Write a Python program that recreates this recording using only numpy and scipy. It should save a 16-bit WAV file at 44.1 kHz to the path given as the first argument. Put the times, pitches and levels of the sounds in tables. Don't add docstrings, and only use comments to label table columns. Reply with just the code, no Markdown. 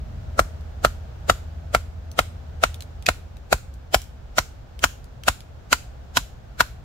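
import sys
import numpy as np
from scipy import signal
from scipy.fft import rfft, irfft, next_fast_len
from scipy.io import wavfile
from scipy.ndimage import uniform_filter1d, map_coordinates

SR = 44100
rng = np.random.default_rng(int(sys.argv[2]) if len(sys.argv) > 2 else 0)


def wrap_up_sound(samples):
    columns = np.atleast_2d(samples).T
    tamed = np.clip(columns, -1, 1)
    steps = np.round(tamed * 32767).astype(np.int16)
    wavfile.write(sys.argv[1], SR, steps)


N = 301640
NOW = np.arange(N) / SR
T = np.arange(SR // 2) / SR

# time in seconds, level of the rumble and of the air in dB, before the gains below.
BACKGROUND_LEVELS = [(0.0, -34.5, -53.5), (0.93, -39.5, -52.5), (2.23, -38.5, -55), (3.71, -42, -56.5),
                     (6.84, -41, -56)]
RUMBLE_GAIN_DB, AIR_GAIN_DB = 1.5, 4
# frequency in Hz, relative level in dB.
RUMBLE_SPECTRUM = [(18, -18), (30, -10), (42, -5.5), (65, 2.5), (90, -6.5), (125, -9), (180, -19.5),
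                   (250, -22), (340, -33.5), (600, -68.5)]
AIR_SPECTRUM = [(150, -20.5), (280, -12), (420, -8), (640, -6.5), (800, -9), (1000, -15), (1500, -15),
                (2000, -22), (3500, -25), (7000, -32), (9500, -43.5), (15500, -39)]
# frequency in Hz, correlation from 0 to 1.
CORRELATION = [(60, 0.89), (150, 0.91), (400, 0), (1000, 0), (3000, 0), (10000, 0)]
# time in seconds, firing rate in Hz, about which the rate wobbles.
FIRING_RATE = [(0, 78.9), (1.0, 78.96), (1.7, 81.27), (6.84, 79.97)]
# multiple of the firing rate, relative dB.
DRONE_ORDERS = [(1, 1.5), (2, -19)]
WHINE_ORDERS = [(3, 1.5), (8, 0)]
DRONE_DB, DRONE_HOLD_S, DRONE_FADE_DB_PER_S = -38, 2.6, 11
WHINE_DB, WHINE_HOLD_S, WHINE_FADE_DB_PER_S = -58, 1.8, 14

# frequency in Hz, time to fall by 60 dB in seconds.
FOREST_T60 = [(200, 0.083), (1500, 0.38), (4000, 0.33), (8000, 0.32), (15000, 0.33)]
# frequency in Hz, change in dB.
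NEAR_COLOUR = [(100, -7), (300, 4), (600, -8.5), (1000, -4.5), (2000, -6), (4000, -5), (8000, -0.5),
               (15000, -1)]
FOREST_COLOUR = [(100, -4), (500, -7.5), (900, -10), (1500, -7), (3000, 2), (7000, 7), (15000, 7)]

# start in seconds, relative level in dB, centre frequency in Hz.
TICKS = [(0.6094, -47, 5000), (2.1156, -32, 6100), (2.7436, -26.5, 3580), (2.8067, -26.5, 4200),
         (2.8225, -27, 3980), (3.0248, -34, 3560), (3.3688, -39.5, 3800), (3.7398, -40.5, 6800),
         (4.018, -28.5, 6000), (4.041, -41, 6300), (4.792, -28, 3090), (5.043, -40.5, 6560),
         (5.236, -27, 3200), (5.4058, -32.5, 3440)]
# start in seconds, relative level in dB.
CLACKS = [(3.0607, -12.5), (3.0648, 1.5), (3.0666, -6.5)]
# frequency in Hz, relative level in dB, time to fall by 60 dB in seconds.
CLACK_MODES = [(1980, -6, 0.02), (2530, 0, 0.033), (3000, -10, 0.02), (3680, -11, 0.019),
               (4900, -7.5, 0.021), (5820, -1.5, 0.016), (6870, -13, 0.038)]

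# start in seconds, then in dB the levels of the billet's knock, the baton's knock,
# the crack and the tearing fibres.
BLOWS = [(0.3922, -12, -9, -16.5, -20), (0.8478, -12, -10.5, -14.5, -23), (1.2971, -13, -9.5, -13, -17.5),
         (1.7476, -14, -11.5, -15, -21.5), (2.19, -15, -12, -11.5, -30), (2.6368, -14.5, -11.5, -12, -28),
         (3.0871, -16, -16, -12, -24), (3.5269, -12.5, -14.5, -14, -18.5), (3.9438, -11, -15.5, -11, -16.5),
         (4.3827, -17, -12, -12.5, -14.5), (4.8398, -18.5, -11, -11, -17),
         (5.2816, -16, -12.5, -12.5, -12.5), (5.728, -21.5, -10.5, -10, -19),
         (6.1703, -22.5, -13, -11.5, -16), (6.6055, -20, -9, -12, -21.5)]
# frequency in Hz before scaling, relative level in dB,
# time to fall by 60 dB in seconds.
BILLET_MODES = [(643.6, 7.5, 0.018), (565, -23.5, 0.029), (707.5, -1.5, .028), (414, -32.5, 0.01)]
BATON_MODES = [(1410, 9.5, 0.015), (1230, -9, 0.015), (1570, -11.5, 0.021), (1767, -11, 0.019)]
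HALVES_MODES = [(966, -2.5, 0.035), (1066, 9, 0.027), (1708, -3, .02), (1912, -2.5, .022),
                (2310, -2, 0.016)]
AFTER_RING_MODES = [(747.5, -34, 0.075), (778, -39.5, 0.072), (1091, -30.5, .08)]
STEEL_MODES = [(2034, -2, 0.028), (2464, -1.5, 0.029), (2983, -2, 0.02), (3840, 0.5, 0.025),
               (4370, -4, 0.024), (5270, -3.5, 0.02), (6864, -6, 0.027)]
SOIL_MODES = [(258, 0, 0.039)]
# frequency in Hz, relative level in dB.
CRACK_SPECTRUM = [(600, -42.5), (1500, 2), (2100, 3), (2800, -0.5), (4000, -7.5), (5500, -8.5), (7300, -6),
                  (9000, -14), (12000, -16), (15500, -17)]
FIBRE_SPECTRUM = [(500, -29.5), (1200, -3), (2600, -1.5), (4000, 4.5), (5500, -3), (7300, -4.5),
                  (9000, -13.5), (12000, -9), (15500, -16.5)]
MODE_SCATTER_DB = 1.2

BILLET_HZ, BATON_HZ = (606, 730), (1307, 1458)
HALVES_DB, SOIL_DB = (-29.5, -18), (-31.5, -33)
CRACK_TILT_DB = (-.4, 0.5)
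THUD_DB = (-12, -13.5)
STEEL_DB = (-9, -5)
STEEL_PITCH = (1.03, 1.05)
SWELL_DB = (-13, -10)
TOP_HZ = 15650


def amp(db):
    return 10 ** (np.asarray(db) / 20)


def unit(x):
    return x / np.sqrt(np.mean(x ** 2) + 1e-20)


def burst(x, span):
    energy = np.mean(np.sum(x ** 2, -1))
    return x / np.sqrt(energy / (span * SR) + 1e-20)


def fade(t60):
    return np.exp(-np.log(1000) * T / t60)


def along(points, hz):
    f, value = np.transpose(points)
    return np.interp(np.log(hz + 1), np.log(f), value)


def curves(rows):
    s, *columns = np.transpose(rows)
    return [np.interp(NOW, s, column) for column in columns]


def wobble(rate):
    knots = rng.standard_normal(int(N * rate / SR) + 4)
    return map_coordinates(knots, [NOW * rate])


def receding(db, hold_s, fade_db_per_s):
    return db - fade_db_per_s * np.maximum(NOW - hold_s, 0)


def at_depth(pair, depth):
    first, last = pair
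    return first + (last - first) * depth


def filtered(x, response):
    m = next_fast_len(x.shape[-1] + SR // 10)
    spectrum = rfft(x, m) * response(np.fft.rfftfreq(m, 1 / SR))
    return irfft(spectrum, m)[..., :x.shape[-1]]


def coloured(x, spectrum):
    return filtered(x, lambda hz: amp(along(spectrum, hz)))


def brightened(x, db_per_octave):
    return filtered(x, lambda hz: amp(db_per_octave * np.log2(np.maximum(hz, 1500) / 4000)))


def hiss():
    return rng.standard_normal((2, len(T)))


def add(track, s, sound):
    i = max(round(s * SR), 0)
    track[:, i:i + sound.shape[-1]] += sound[..., :N - i]


def ring(modes, scale, attack, scatter_db, lag):
    t = np.maximum(T - np.array([[0], [lag]]), 0)
    sizes = amp(scatter_db * rng.standard_normal((len(modes), 2, 1)))
    waves = 0
    for size, (hz, db, t60) in zip(sizes, modes):
        waves = waves + size * amp(db) * fade(t60) * np.sin(2 * np.pi * hz * scale * t)
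    return -waves * (1 - np.exp(-t / attack))


def bed(spectrum):
    def turn(hz):
        return np.arccos(np.clip(along(CORRELATION, hz), -1, 1)) / 2

    def mid_and_side(hz):
        return amp(along(spectrum, hz)) * [np.cos(turn(hz)), np.sin(turn(hz))]

    mid, side = filtered(rng.standard_normal((2, N)), mid_and_side)
    return unit(np.array([mid + side, mid - side]))


def far_engine():
    firing_hz, = curves(FIRING_RATE)
    phase = 2 * np.pi * np.cumsum(firing_hz + 0.2 * wobble(8.6)) / SR
    drone = unit(sum(amp(db + 1.4 * wobble(6.4)) * np.sin(k * phase) for k, db in DRONE_ORDERS))
    whine = unit(sum(amp(db) * np.sin(k * phase) for k, db in WHINE_ORDERS))
    drone_db = receding(DRONE_DB, DRONE_HOLD_S, DRONE_FADE_DB_PER_S)
    whine_db = receding(WHINE_DB, WHINE_HOLD_S, WHINE_FADE_DB_PER_S) + 2.5 * wobble(10)
    return amp(drone_db) * drone + amp(whine_db) * whine


def background():
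    rumble_db, air_db = curves(BACKGROUND_LEVELS)
    rumble = amp(RUMBLE_GAIN_DB + rumble_db + 0.66 * wobble(5.7)) * bed(RUMBLE_SPECTRUM)
    air = amp(AIR_GAIN_DB + air_db + 0.54 * wobble(3.0)) * bed(AIR_SPECTRUM)
    return far_engine() + rumble + air


def scatter(x, paths, spectrum):
    power = np.mean(np.abs(rfft(x)) ** 2, 0)
    grid = np.fft.rfftfreq(len(T), 1 / SR)
    treble = np.clip((grid - 1800) / 1500, 0, 1)
    narrow_blur = uniform_filter1d(power, size=120)
    wide_blur = uniform_filter1d(power, size=260)
    broad = np.sqrt(np.abs((1 - treble) * narrow_blur + treble * wide_blur))

    def colour(hz):
        return np.interp(hz, grid, broad) * amp(along(spectrum, hz))

    return filtered(burst(paths, span=1 / SR), colour)


def forest(x, near_db, far_db, echo_db):
    arrival = 1 - np.exp(-(T / 0.0073) ** 2)
    near = scatter(x, hiss() * fade(0.067) * arrival, NEAR_COLOUR)
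    trunk = hiss() * np.exp(-((T - .058) / 0.005) ** 2)
    echo = scatter(x, trunk, [(300, -21), (700, -9), (1400, -6.5), (3000, -7.5), (9000, -14)])
    hz, t, bands = signal.stft(hiss(), SR, nperseg=256)
    decay = np.exp(-np.log(1000) * t / along(FOREST_T60, hz)[:, None])
    tail = signal.istft(bands * decay, SR, nperseg=256)[1][:, :len(T)]
    far = scatter(x, tail * arrival, FOREST_COLOUR)
    return x + amp(near_db) * near + amp(far_db) * far + amp(echo_db) * echo


def wood_ticks():
    track = np.zeros((2, N))
    splinter_modes = [(.7, -2, .02), (1, 2, 0.018), (1.6, -3.5, .014)]
    for s, db, hz in TICKS:
        colour = [(hz / 4, -21), (hz / 2, -4), (hz, 0), (hz * 2, -5), (hz * 4, -11)]
        snap = unit(coloured(hiss(), colour)) * fade(0.013)
        splinter = ring(splinter_modes, hz, attack=.0001, scatter_db=1.5, lag=.00003)
        tick = amp(db - 4.5) * (snap + amp(-8) * splinter)
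        add(track, s, forest(tick, near_db=-7.0, far_db=-24.5, echo_db=-42.5))
    return track


def handle_clacks():
    track = np.zeros((2, N))
    for s, db in CLACKS:
        tone = ring(CLACK_MODES, 1, attack=.0001, scatter_db=3.5, lag=.00002)
        noise = unit(coloured(hiss(), FIBRE_SPECTRUM)) * fade(0.015)
        clack = amp(-12.5) * tone + amp(-13.5) * noise
        thin = coloured(clack, [(300, -26), (1200, -29), (1900, -0.5), (15000, -1.5)])
        add(track, s, forest(amp(db) * thin, near_db=-15, far_db=-23.5, echo_db=-39))
    return track


def swell(x, rise, swell_db):
    colour = [(200, 8.0), (600, 0.5), (1300, -7.5), (3000, -1), (7000, 2.5), (14000, 1.5)]
    rush = scatter(x, hiss() * fade(rise), colour)
    return amp(swell_db) * rush[:, ::-1]


def thud(rest_hz, bend_hz, t60, delay):
    t = np.maximum(T - delay, 0)
    pitch_hz = rest_hz + bend_hz * np.exp(-t / 0.0068)
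    phase = 2 * np.pi * np.cumsum(pitch_hz * (t > 0)) / SR
    bounce = -np.sin(phase) * fade(t60) * (1 - np.exp(-t / 0.0022))
    return burst(bounce, span=0.034)


def crack(crack_db, tear_db, steel_db, steel_pitch):
    snap = coloured(hiss(), CRACK_SPECTRUM) * fade(0.022) * (1 - np.exp(-T / 0.00022))
    pitch = steel_pitch + 0.03 * rng.standard_normal()
    steel = ring(STEEL_MODES, pitch, attack=0.00047, scatter_db=5.0, lag=.00004)
    contact = amp(-1.0) * burst(snap, span=0.0052) + amp(steel_db) * burst(steel, span=0.0033)
    breaks = (rng.random(len(T)) < .04) * rng.exponential(size=len(T))
    fibres = signal.fftconvolve(breaks[None], hiss() * fade(0.0028), axes=1)[:, :len(T)]
    volley = coloured(fibres, FIBRE_SPECTRUM) * np.exp(-((T - .0058) / 0.0023) ** 2)
    return amp(crack_db) * contact + amp(tear_db) * burst(volley, span=0.0033)


def knock(billet_db, billet_hz, baton_db, baton_hz, halves_db, soil_db):
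    billet_scale = billet_hz / BILLET_MODES[0][0]
    baton_scale = baton_hz / BATON_MODES[0][0]
    billet = ring(BILLET_MODES, billet_scale, attack=0.0011, scatter_db=MODE_SCATTER_DB, lag=0.00015)
    baton = ring(BATON_MODES, baton_scale, attack=0.00068, scatter_db=MODE_SCATTER_DB, lag=0.00015)
    halves = ring(HALVES_MODES, 0.93, attack=0.0019, scatter_db=MODE_SCATTER_DB, lag=0.00018)
    blade = ring(AFTER_RING_MODES, 0.94, attack=0.0054, scatter_db=MODE_SCATTER_DB, lag=.0001)
    soil = ring(SOIL_MODES, 0.99, attack=0.00086, scatter_db=MODE_SCATTER_DB, lag=0.00034)
    billet = amp(billet_db) * burst(billet, span=0.0092) * amp([[-.1], [.1]])
    baton = amp(baton_db) * burst(baton, span=0.0089) * amp([[1.1], [-1.1]])
    halves = amp(halves_db) * burst(halves, span=0.015)
    soil = amp(soil_db) * burst(soil, span=.016) * amp([[-1.2], [1.2]])
    return billet + baton + halves + blade + soil


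def batoning():
    track = np.zeros((2, N))
    depths = np.linspace(0, 1, len(BLOWS))
    for depth, (s, billet_db, baton_db, crack_db, tear_db) in zip(depths, BLOWS):
        wood = knock(billet_db, at_depth(BILLET_HZ, depth), baton_db, at_depth(BATON_HZ, depth),
                     at_depth(HALVES_DB, depth), at_depth(SOIL_DB, depth))
        snap = crack(crack_db, tear_db, at_depth(STEEL_DB, depth), at_depth(STEEL_PITCH, depth))
        blow = wood + brightened(snap, at_depth(CRACK_TILT_DB, depth))
        add(track, s, forest(blow, near_db=-10.0, far_db=-22.0, echo_db=-34))
        thud_db = billet_db + at_depth(THUD_DB, depth)
        add(track, s, amp(thud_db) * thud(rest_hz=42, bend_hz=76, t60=0.12, delay=.0132))
        lead = swell(blow, rise=0.046, swell_db=at_depth(SWELL_DB, depth))[:, -SR // 10:]
        add(track, s - lead.shape[-1] / SR, lead)
    return track


def scene():
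    return background() + wood_ticks() + handle_clacks() + batoning()


def record(dry):
    flattened = dry / (1 + np.abs(dry) ** 6) ** (1 / 6)
    return filtered(flattened, lambda hz: 1 / np.sqrt(1 + (hz / TOP_HZ) ** 200))


dry = scene()
out = record(dry)
wrap_up_sound(out)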